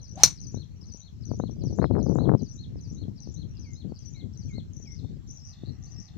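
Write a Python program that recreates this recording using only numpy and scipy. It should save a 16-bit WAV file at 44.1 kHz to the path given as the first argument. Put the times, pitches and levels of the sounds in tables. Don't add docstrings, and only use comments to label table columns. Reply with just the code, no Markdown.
import sys
import numpy as np
from scipy import signal
from scipy.io import wavfile
from scipy.ndimage import uniform_filter1d

SR = 44100
rng = np.random.default_rng(int(sys.argv[2]) if len(sys.argv) > 2 else 0)


def store_wav(level_fs):
    pcm = np.round(np.clip(np.atleast_2d(level_fs), -1, 1) * 32767)
    wavfile.write(sys.argv[1], SR, pcm.T.astype(np.int16))


def gain_from_db(level_db):
    decades = np.asarray(level_db, float) / 20
    return 10 ** decades


N = 272097

# frequency in Hz, level in dB per Hz.
AIR_SPECTRUM = [(30, -83.5), (100, -72), (300, -96.5), (600, -101), (1200, -107), (2500, -110),
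                (6500, -112), (7300, -122), (8000, -138), (9000, -127), (13000, -124), (15200, -130)]
# time in seconds, level in dB.
MACHINE_LEVEL = [(5.2, -112.5), (5.5, -79), (5.95, -77.5), (6.17, -78.5)]
# start in seconds, end in seconds, pitch in Hz, level in dB.
WHINE = [(0, 3.9, 7323, -86), (3.87, 11, 7410, -82)]
WHINE_RISE_S, WHINE_WANDER_DB = .15, 1.1

# time in seconds, level in dB.
WIND_LEFT = [(0, -44.5), (.2, -33.5), (.6, -37), (.72, -38.5), (.9, -38.5), (1.02, -47.5), (1.3, -31),
             (1.7, -25.5), (1.85, -21), (2.35, -20), (2.5, -36), (3.4, -33), (4.0, -40), (4.22, -32.5),
             (4.8, -37), (5.08, -33), (5.45, -41), (6.17, -42)]
WIND_RIGHT = [(0, -45), (.45, -39.5), (.7, -49.5), (1.2, -42.5), (1.5, -41.5), (1.7, -35), (2.0, -53),
              (2.3, -40.5), (2.42, -48.5), (2.62, -37.5), (2.9, -37), (3.3, -48.5), (3.6, -41.5),
              (4.1, -48.5), (4.55, -41), (5.1, -47.5), (5.7, -43.5), (6.17, -49.5)]
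# time in seconds, half length in seconds, change in dB.
SWELLS_LEFT = [(0.366, 0.026, -6), (1.793, 0.0081, 8), (1.839, 0.026, 7.5), (1.876, 0.019, -8.5),
               (1.928, 0.016, 0), (1.996, 0.064, 8), (2.038, 0.029, -10), (2.123, 0.009, 5.5),
               (2.222, 0.081, -3), (2.307, 0.046, 14), (2.372, 0.026, -7), (2.426, 0.02, 2.5),
               (2.725, 0.043, 3), (3.034, .02, 5.5), (3.085, 0.013, 8), (3.464, 0.019, 2.5),
               (1.97, .015, 8), (1.934, .012, -3), (3.185, 0.077, -4.5), (3.886, 0.048, 9),
               (5.041, 0.01006, 7.5), (5.53, 0.079, -2), (5.666, 0.05, 8.5), (5.78, .04, 4),
               (.55, 0.042, 6.5), (1.45, 0.029, 1), (3.618, 0.037, 0.5), (4.58, .03, 2), (5.296, .06, -3),
               (5.96, 0.045, 6), (6.071, .04, -6), (6.17, 0.015, 11.5)]
SWELLS_RIGHT = [(.3, 0.051, -4), (.85, 0.1, 1), (1.0, 0.065, -21.5), (3.2, 0.0498, 3.5), (3.599, .05, 4.5),
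                (3.7, 0.074, -3.5), (4.62, 0.055, 5), (4.85, 0.091, -1.5), (6.0, 0.078, -0.5)]
# time in seconds, level in dB,
# treble loss in dB from 600 to 1300 Hz, direction (+1 push or -1 suck).
GUST_SLAPS = [(1.316, -27.5, -19, -1), (1.337, -37, -23, -1), (1.4, -24, -15.5, -1),
              (1.404, -34, -14.5, -1), (1.4379, -28.5, -18.5, -1), (1.496, -37, -23, 1),
              (1.639, -30.5, -31, -1), (1.651, -36.5, -26, 1), (1.788, -28, -11, -1), (1.794, -25, -20, -1),
              (1.818, -30, -8.5, -1), (1.826, -22.5, -14, -1), (1.831, -31.5, -8, 1),
              (1.843, -19, -8.5, -1), (1.853, -31.5, -17.5, -1), (1.911, -21.5, -22.5, 1),
              (1.953, -34.5, -8, -1), (1.967, -27.5, -12, 1), (1.977, -26.5, -20, 1),
              (1.984, -25, -17.5, 1), (1.992, -31.5, -12.5, -1), (2.03, -36.5, -25.5, -1),
              (2.065, -28, -20.5, -1), (2.068, -32, -20, 1), (2.097, -25.5, -21, 1), (2.118, -29.5, -23, 1),
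              (2.157, -23, -17.5, -1), (2.161, -28.5, -21.5, -1), (2.182, -32, -21, -1),
              (2.187, -24, -12.5, 1), (2.207, -33, -14.5, 1), (2.237, -42, -19.5, -1), (2.253, -37, -19, 1),
              (2.268, -34.5, -14.5, 1), (2.277, -22.5, -28, 1), (2.289, -22, -16.5, -1),
              (2.294, -21, -10, 1), (2.302, -26, -13.5, -1), (2.317, -20, -17.5, 1),
              (2.325, -27.5, -15, -1), (2.338, -20.5, -16.5, -1), (2.35, -18.5, -20, 1),
              (2.416, -36, -30.5, -1)]
# time in seconds, level in dB, treble loss in dB.
STRAY_SLAPS = [(.545, -34, -22.5), (.574, -38.5, -30), (.947, -46.5, -29), (2.758, -41, -28),
               (3.018, -45.5, -30), (3.028, -42, -43), (3.054, -44, -41), (3.083, -39, -33),
               (3.274, -40.5, -24.5), (3.456, -48.5, -40), (3.848, -41, -41), (3.853, -42, -40),
               (3.875, -47, -38), (3.922, -35, -27), (4.27, -52, -27), (4.583, -35.5, -27.5),
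               (4.801, -50.5, -30), (5.045, -47, -37), (5.13, -51, -34), (5.17, -50, -38),
               (5.636, -37.5, -33), (5.675, -46, -38), (5.688, -49, -40)]
# time in seconds, level in dB.
SLAPS_RIGHT = [
    (1.344, -42),
    (1.567, -46),
    (1.727, -39.5),
    (2.721, -56),
    (2.916, -53),
    (2.957, -56),
    (4.603, -54),
]
RIGHT_LOSS_DB = -27.5
WIDTH_SPREAD = .21
KNOT_S, KNOT_BEFORE, KNOT_AFTER = 0.00252, .12, -.15
SLAP_TOP_HZ, SHARP_TOP_HZ = 1830, 2700
# resonance in Hz, width in Hz, level in dB.
PORT_CAVITY = [(4250, 810, -2), (5792, 2200, -1.5)]

# start in seconds after the beat, length in seconds,
# first pitch in Hz, last pitch in Hz, level in dB.
LARK_A = [(-.044, .013, 4840, 5910, -6), (-.029, 0.0193, 5370, 4127, -3.5), (-.015, 0.011, 4100, 4011, -9),
          (0, 0.0083, 5880, 6160, 4.5), (.012, 0.048, 6220, 4305, -2.5), (.062, 0.044, 6000, 5804, -3),
          (.11, .02, 6200, 7260, -8.5), (.131, .004, 6916, 5605, -5.5), (.138, .016, 6450, 5877, 0)]
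# seconds, seconds, Hz, Hz, dB.
UNDER_BUZZ = [(.066, .066, 4315, 5400, -11)]
# time in seconds after the beat, pitch in Hz, level in dB.
LARK_ARCH = [(.158, 3680, -3.5), (.175, 4048, 0.5), (.193, 4315, -5.5), (.208, 4300, -2.5),
             (.22, 3950, 2.5), (.236, 3050, 0.5)]
# beat in seconds, high notes in dB, arch in dB.
PHRASES_A = [(0.0144, -47, -52), (0.401, -46, -49.5), (0.8549, -46.5, -52), (1.251, -49.5, -52.5),
             (1.6352, -46.5, -51), (2.026, -47.5, -50.5), (2.417, -47, -49), (2.8079, -50.5, -51.5),
             (3.2015, -48, -50), (3.594, -50.5, -50), (3.9861, -48, -50), (4.3723, -50.5, -50)]
# start in seconds, length in seconds, first Hz, last Hz, level in dB.
LARK_B = [(0, 0.0075, 6500, 6900, -6.5), (.007, 0.0129, 6525, 5105, -1.5), (.021, 0.0114, 6627, 5680, 1.5),
          (.035, 0.016, 5380, 6630, 4.5), (.055, 0.0161, 6080, 5870, -8.5), (.062, 0.03, 6769, 6740, -13),
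          (.088, 0.0124, 5660, 6300, -4), (.096, 0.02036, 6310, 5420, 1), (.13, 0.013, 4820, 5200, -3.5),
          (.144, 0.059, 5362, 5798, 1), (.184, 0.00831, 6751, 4800, 1), (.262, .016, 4570, 3280, -0.5)]
# seconds, seconds, Hz, Hz, dB.
FAST_BUZZ = [(.185, 0.061, 6035, 5830, 0.67), (.19, 0.08, 5140, 4890, 2.46)]
SLOW_TRILL = [(.284, .11, 3587, 3684, -1.5), (.292, 0.092, 4349, 4400, -11.5)]
CLOSING_BUZZ = [(.385, 0.047, 4090, 4308, -1.4)]
# start in seconds, level in dB, right port against that level in dB #
# (the left port gets -9), closing buzz in dB.
PHRASES_B = [
    (4.725, -51, -19, -12),
    (5.265, -49, -15.5, 4.5),
    (5.815, -50.5, -16.5, 0),
]
# time in seconds, pitch in Hz, level in dB.
WHISTLE = [
    [(-.016, 3296, -13), (.012, 3163, -9)],
    [(0, 2542, 2), (.008, 2373, -1), (.02, 2210, 3.5), (.04, 2132, 1.5), (.098, 2105, 1)],
]
# start in seconds, level in dB, right port against that level in dB # (the left
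WHISTLES = [
    (3.646, -56, -11),
    (4.142, -57.5, -12.5),
    (4.489, -53.5, -11.5),
    (4.857, -53, -13),
]
# start in seconds, length in seconds, first Hz, last Hz, level in dB.
FAR_CALLS = [(.7, 0.032, 4250, 4370, -68), (.76, 0.027, 5660, 6020, -63), (1.455, 0.024, 6380, 6084, -68.5),
             (1.502, 0.024, 5650, 6060, -58.5), (1.55, 0.0478, 4860, 4840, -67),
             (4.03, 0.03985, 7000, 7150, -73), (4.14, 0.0192, 6400, 6800, -72),
             (1.927, 0.012, 4260, 4160, -57), (3.481, 0.036, 5760, 5800, -61),
             (3.543, 0.044, 2780, 2736, -64.5), (3.734, 0.04, 5245, 4990, -58.5),
             (3.885, 0.0402, 4580, 4420, -61), (3.952, 0.0309, 4410, 5060, -56),
             (5.04, 0.0614, 5880, 5769, -73.5), (5.72, 0.047, 5570, 5746, -62.5),
             (5.861, 0.02, 4180, 4830, -56), (5.874, 0.039, 4800, 5060, -59.5),
             (3.988, 0.033, 3220, 3251, -65.5)]
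# seconds, seconds, Hz, Hz, dB.
FAR_TRILLS = [(1.6, 0.059, 3220, 3230, -63), (1.822, 0.0433, 5000, 5240, -50.5),
              (5.112, .07, 5330, 5015, -66)]
UNDER_FLUTTER, FAST_FLUTTER, SLOW_FLUTTER = (.9, 125), (.9, 146), (1.1, 61)  # depth, rate in Hz
FLUTTER_JITTER, WOBBLE = 1.5, .075
NOTE_SPREAD_DB, NOTE_EDGE_S, TWINKLE_DB = 1.6, .003, 4.2
LARK_RIGHT_DB, ARCH_RIGHT_DB = -19, -17.5
LARK_LAG, WHISTLE_LAG = -11, 4
NEAR_T60, FAR_T60, FAR_DB = .135, .5, -7
HEDGE_S, HEDGE_DB = .04, -5.5

# time in seconds, shaft whistle in Hz, whistle in dB, hiss in dB.
SWING = [
    (.11, 349.2, -88, -91),
    (0.141, 488, -61, -84),
    (0.164, 625, -53.5, -68),
    (0.179, 770, -44, -58),
    (.21, 785, -42, -46.5),
    (.225, 830, -48, -46),
    (.232, 796.3, -55.5, -48.5),
    (.3, 598.2, -71.5, -78),
]
HIT_S, HIT_DB = .2345, 13.5
# pitch in Hz, level in dB, time to fall 60 dB in seconds.
HEAD_MODES = [(2300, -13, 0.1), (4270, -7, 0.12), (4930, -11, 0.16), (4894, -14, 0.1), (5310, -9.5, 0.13),
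              (5340, -8.5, 0.11), (5550, -4, 0.07), (5670, -9, 0.12), (5940, -1, 0.044),
              (6210, -0.5, 0.085), (6373, -7.5, 0.08), (6780, -9, .08), (6828, -12.5, 0.09),
              (7260, -22, 0.075)]
# Hz, dB, seconds.
FACE_MODES = [(8522, -17, 0.055), (9300, -20, 0.11), (9500, -24, .12), (10400, -23, .13), (9800, -25, .12),
              (11100, -29, .13), (11810, -21.5, 0.14), (11800, -22, 0.12), (12980, -20.5, .09),
              (13387, -25.5, .07), (13990, -26.5, .12), (14330, -29, .12), (14830, -31.5, .08)]
HEAD_SHARE, FACE_SHARE, FACE_DB = .5, 0.92, -3
# frequency in Hz, level in dB per Hz.
CRACK_SPECTRUM = [(130, -29), (320, -7), (900, -4), (2000, -11), (3200, -13.5), (4250, -3.5), (4900, -13),
                  (5900, 2.5), (7300, -8.5), (9000, -5), (12000, -14.5), (15300, -21.5), (17000, -37),
                  (21000, -57.5)]
# delay in seconds, left level in dB, right level in dB.
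BOUNCES = [(.0016, -1.5, -11.5), (.003, -3.5, -4.5), (.0045, -4.5, -12), (.0062, -10, -13.5),
           (.012, -14, -22.5), (.016, -15, -22.5), (.023, -18, -27.5), (.026, -18, -28.5)]
SHAFT_HZ, SHAFT_DB, SHAFT_T60 = 2170, -71.5, 0.35
TAIL_T60, TAIL_SHARE = .175, .35
EDGE_HZ = 15300


def evened(x):
    return x / np.sqrt(np.mean(x ** 2) + 1e-20)


def drift(count, size):
    return evened(uniform_filter1d(uniform_filter1d(rng.standard_normal(count), size), size))


def read(points, hz):
    f, value = np.transpose(points)
    return np.interp(np.log(hz + 1), np.log(f + 1), value)


def add(mix, s, sound):
    at = round(s * SR)
    part = mix[..., max(at, 0):max(at + sound.shape[-1], 0)]
    part += sound[..., max(-at, 0):][..., :part.shape[-1]]


def resonate(x, hz, width):
    turn = np.exp(2j * np.pi * np.cumsum(hz * np.ones(len(x))) / SR)
    r = np.exp(-np.pi * width / SR)
    return 2 * (turn * signal.lfilter([1 - r], [1, -r], x * turn.conj())).real


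def hum(count, hz, width):
    return evened(resonate(resonate(rng.standard_normal(count), hz, width), hz, width))


def scatter(t60, size, share=0.084):
    strength = rng.standard_normal((2, size))
    present = rng.random((2, size)) < share
    taps = strength * present * gain_from_db(-60 * np.arange(size) / SR / t60)
    return taps / np.linalg.norm(taps, axis=1, keepdims=True)


def air():
    frames, hz = N // 256 + 5, np.fft.rfftfreq(1024, 1 / SR)
    a, b, patches = rng.standard_normal((frames, 513, 2, 3)).T
    patches = evened(uniform_filter1d(uniform_filter1d(patches, 12, 1), 12, 2))
    spectrum = (a + 1j * b) * gain_from_db(read(AIR_SPECTRUM, hz)[:, None] + 3.4 * patches + 17.5)
    out = signal.istft(spectrum, nperseg=1024, noverlap=768)[1][:, :N]
    t = np.arange(MACHINE_LEVEL[0][0], N / SR, 1 / SR)
    hums = [(1880, 316, 0.5), (1180, 143, -3.0), (751.5, 180, 2.0), (2700, 422, -3)]  # Hz, width Hz, dB
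    drone = sum(gain_from_db(db) * hum(len(t), f, width) for f, width, db in hums)
    add(out, t[0], drone * gain_from_db(np.interp(t, *np.transpose(MACHINE_LEVEL))))
    return out


def eddy(width_s):
    t = np.arange(-600, 2400) / SR
    bump = np.clip(1 - (t * SR / 600) ** 2, 0, 1) ** 3 / (1 + (t / width_s) ** 2)
    bass_cut = signal.butter(N=3, Wn=95, btype="high", fs=SR, output="sos")
    bump = signal.sosfilt(bass_cut, bump) * np.hanning(6000)[3000:]
    return bump / np.linalg.norm(bump)


def wind_level(wind, swells, slaps):
    t = np.arange(N // 32 + 2) * 32 / SR
    level_db = np.interp(t, *np.transpose(wind))
    level_db += sum(db * np.exp(-((t - s) / half) ** 2) for s, half, db in swells)
    level_db += sum(1.9 * np.exp(-((t - s) / 0.012) ** 2) for s, *_ in slaps)
    level_db = np.interp(np.arange(N) / SR, t, level_db) + 2.3 * drift(N, 900)
    return np.minimum(level_db, -16)


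def wind_rumble(level_db):
    per_s, widths = 1500, np.geomspace(.0004, .0035, num=14)
    chance, sign = rng.random(N), rng.choice([-1., 1.], N)
    size, spread = rng.exponential(1, N), rng.standard_normal(N)
    width = 0.0019 * np.exp(-.04 * (level_db + 34.5) + WIDTH_SPREAD * spread)
    kind = np.searchsorted(np.sqrt(widths[1:] * widths[:-1]), width)
    strength = gain_from_db(level_db + 2.315 * np.minimum(size, 5) - 5.5) * np.sqrt(SR / per_s)
    train = (chance < per_s / SR) * sign * strength
    out = np.zeros(N)
    for k, width_s in enumerate(widths):
        if (kind == k).any():
            out += signal.oaconvolve(train * (kind == k), eddy(width_s))[600:N + 600]
    return out


def wind_slap(db, loss_db, push):
    slap = eddy(np.clip(-loss_db, 3, 40) / 38000)
    top_hz = SLAP_TOP_HZ + (SHARP_TOP_HZ - SLAP_TOP_HZ) * np.clip(2 + loss_db / 6.3, 0, 1)
    slap = signal.sosfiltfilt(signal.butter(N=5, Wn=top_hz, fs=SR, output="sos"), slap)
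    before, after = (round(KNOT_S * SR * (.5 + u)) for u in rng.random(2))
    slap = slap + KNOT_BEFORE * np.roll(slap, -before) + KNOT_AFTER * np.roll(slap, after)
    band = signal.butter(N=2, Wn=[350, 900], btype="band", fs=SR, output="sos")
    slap = slap / np.linalg.norm(signal.sosfilt(band, slap)) * np.sqrt(0.0045 * SR)
    return np.sign(push) * gain_from_db(db + 1.0) * slap


def buffet(wind, swells, slaps):
    out = wind_rumble(wind_level(wind, swells, slaps))
    for s, db, loss_db, push in slaps:
        add(out, s - 600 / SR, wind_slap(db, loss_db, push))
    return out


def glides(rows, flutter=()):
    return [[(s, hz0, db, *flutter), (s + length, hz1, db, *flutter)] for s, length, hz0, hz1, db in rows]


def note(rows):
    s, *columns = np.transpose([tuple(r) + (0, 0) for r in rows])
    t = np.arange(s[0], s[-1], 1 / SR)
    hz, db, depth, rate = (np.interp(t, s, c) for c in columns[:4])
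    jitter = FLUTTER_JITTER * uniform_filter1d(rng.standard_normal(len(t)), 300)
    beat = 2 * np.pi * np.cumsum(rate * (1 + jitter)) / SR
    wobble = WOBBLE * hz * uniform_filter1d(rng.standard_normal(len(t)), 60)
    hz = uniform_filter1d(hz, 90) + 2.5 * rate * depth * np.sin(beat) + wobble
    gate = 1 - np.clip(depth, 0, 1) * (1 - ((1 - np.cos(beat)) / 2) ** 3.0)
    gate *= gain_from_db(TWINKLE_DB * (hz / 5200) ** 2 * drift(len(t) + 400, 120)[200:-200])
    edge = np.clip(np.minimum(t - s[0], s[-1] - t) / NOTE_EDGE_S, 0, 1)
    edge = np.sin(np.pi / 2 * edge) ** 2
    return s[0], np.sqrt(2) * gain_from_db(db) * gate * edge * np.sin(2 * np.pi * np.cumsum(hz) / SR)


def song_list():
    first = glides(LARK_A) + glides(UNDER_BUZZ, UNDER_FLUTTER)
    second = glides(LARK_B) + glides(FAST_BUZZ, FAST_FLUTTER) + glides(SLOW_TRILL, SLOW_FLUTTER)
    songs = [(first, s, db, LARK_RIGHT_DB) for s, db, _ in PHRASES_A]
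    songs += [([LARK_ARCH], s, db, ARCH_RIGHT_DB) for s, _, db in PHRASES_A]
    for s, db, right, buzz_db in PHRASES_B:
        songs.append((second, s, db, right))
        songs.append((glides(CLOSING_BUZZ, FAST_FLUTTER), s, db + buzz_db, right))
    songs += [(WHISTLE, *row) for row in WHISTLES]
    songs.append((glides(FAR_CALLS) + glides(FAR_TRILLS, SLOW_FLUTTER), 0, -1.5, -8))
    for s, pitch, slide, level in rng.random((70, 4)):
        hz0 = 3900 + 2700 * pitch
        chirp = glides([(0.0056, 0.013, hz0, hz0 + 1200 * (slide - .6), 0)])
        songs.append((chirp, s * N / SR, -85.5 + 6 * level, 0))
    return songs


def song_echoes():
    echoes = scatter(NEAR_T60, size=22000) + gain_from_db(FAR_DB) * scatter(FAR_T60, size=22000)
    echoes = np.pad(echoes, ((0, 0), (200, 0)))
    bank = round(HEDGE_S * SR)
    echoes[:, 200:200 + bank] += gain_from_db(HEDGE_DB) * scatter(0.96, size=4000)[:, :bank] * np.sqrt(4000 / bank / 2)
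    return signal.sosfilt(signal.butter(N=4, Wn=2900, btype="high", fs=SR, output="sos"), echoes)


def birds():
    out = np.zeros((2, N))
    for notes, s, db, right_db in song_list():
        lag = WHISTLE_LAG if notes is WHISTLE else LARK_LAG
        for rows in notes:
            start, sound = note(rows)
            level_db = db + np.array([[-9], [right_db]]) + NOTE_SPREAD_DB * rng.standard_normal((2, 1))
            left, right = sound * gain_from_db(level_db)
            add(out[0], s + start, left)
            add(out[1], s + start + lag / SR, right)
    echoed = signal.fftconvolve(out, song_echoes(), axes=1)[:, :N]
    return out + gain_from_db(np.array([[-4], [-1.5]])) * echoed


def swing():
    s, *columns = np.transpose(SWING)
    t = np.arange(s[0], s[-1], 1 / SR)
    hz, whistle_db, hiss_db = (np.interp(t, s, c) for c in columns)
    whistle = hum(len(t), hz, 160)
    band = signal.butter(N=4, Wn=[400, 6900], btype="band", fs=SR, output="sos")
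    hiss = rng.standard_normal((2, len(t)))
    hiss = evened(signal.sosfilt(band, hiss) + gain_from_db(-22) * hiss)
    return s[0], whistle * gain_from_db(whistle_db) + hiss * gain_from_db(hiss_db)


def blow():
    t = np.arange(9000) / SR
    modes = [(hz, db, HEAD_SHARE * t60) for hz, db, t60 in HEAD_MODES]
    modes += [(hz, db + FACE_DB, FACE_SHARE * t60) for hz, db, t60 in FACE_MODES]
    ring = sum(gain_from_db(db - 60 * t / t60) * np.sin(2 * np.pi * (hz * t + rng.random())) for hz, db, t60 in modes)
    ring *= 1 - np.exp(-t / .0003)
    log_gain = read(CRACK_SPECTRUM, abs(np.fft.fftfreq(4096, 1 / SR))) * np.log(10) / 20
    crack = np.fft.ifft(np.exp(np.conj(signal.hilbert(log_gain)))).real[:2048]
    crack /= abs(crack).max()
    shaft = gain_from_db(SHAFT_DB - 60 * t / SHAFT_T60) * resonate(rng.standard_normal(len(t)), SHAFT_HZ, 90) * 20
    return gain_from_db(-24.0) * ring + gain_from_db(2.0) * np.pad(crack, (0, len(t) - len(crack))) + shaft


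def strike():
    direct = blow()
    taps = np.zeros((2, 13000))
    taps[:, 0] = gain_from_db(np.array([-2.5, .1]))
    for delay, left_db, right_db in BOUNCES:
        taps[:, round(delay * SR)] = gain_from_db(np.array([left_db, right_db])) * rng.choice([-1., 1.])
    tail = gain_from_db(np.array([[-6], [-7]])) * scatter(TAIL_T60, size=12900, share=TAIL_SHARE)
    tail += gain_from_db(-27.5) * scatter(0.28, size=12900)
    tail[1] = 0.38 * tail[0] + .8 * tail[1]
    taps[:, 100:] += tail
    taps[:, 1:] = signal.lfilter([1, -.93], [1, -.6], taps[:, 1:])
    dull = signal.sosfilt(signal.butter(N=3, Wn=7200, fs=SR, output="sos"), taps[:, 1:])
    taps[:, 1:] = np.array([[.08], [.2]]) * taps[:, 1:] + 0.6 * dull
    return gain_from_db(HIT_DB) * signal.fftconvolve(direct[None], taps, axes=1)


def port(x):
    ringing = sum(gain_from_db(db) * resonate(resonate(x[0], hz, width), hz, width) for hz, width, db in PORT_CAVITY)
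    return np.array([x[0] + ringing, x[1]])


def scene():
    sky = air() + birds()
    add(sky, *swing())
    add(sky, HIT_S, strike())
    left_slaps = GUST_SLAPS + [(*row, -1) for row in STRAY_SLAPS]
    right_slaps = [(s, db, RIGHT_LOSS_DB, -1) for s, db in SLAPS_RIGHT]
    left_wind = buffet(WIND_LEFT, SWELLS_LEFT, left_slaps)
    right_wind = buffet(WIND_RIGHT, SWELLS_RIGHT, right_slaps)
    return port(sky) + np.array([left_wind, right_wind])


def whine():
    t = np.arange(N) / SR
    out = np.zeros(N)
    for start, end, hz, db in WHINE:
        rise = (.5 + .5 * np.clip((t - start) / WHINE_RISE_S, 0, 1)) * ((t > start) & (t < end))
        tone = np.sin(2 * np.pi * hz * t) + gain_from_db(-8.0) * np.sin(2 * 2 * np.pi * hz * t)
        out += gain_from_db(db) * rise * tone
    return out * gain_from_db(WHINE_WANDER_DB * drift(N, 500))


def top_cut(x):
    return signal.sosfilt(signal.butter(12, 15480, fs=SR, output="sos"), x)


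def record(dry):
    clipped = np.clip(dry + whine() * gain_from_db(np.array([[-20], [6]])), -1, 1)
    softened = signal.sosfiltfilt(signal.butter(N=4, Wn=EDGE_HZ, fs=SR, output="sos"), clipped)
    return top_cut(softened * 0.888 + .1 * clipped)


dry = scene()
out = record(dry)
store_wav(out)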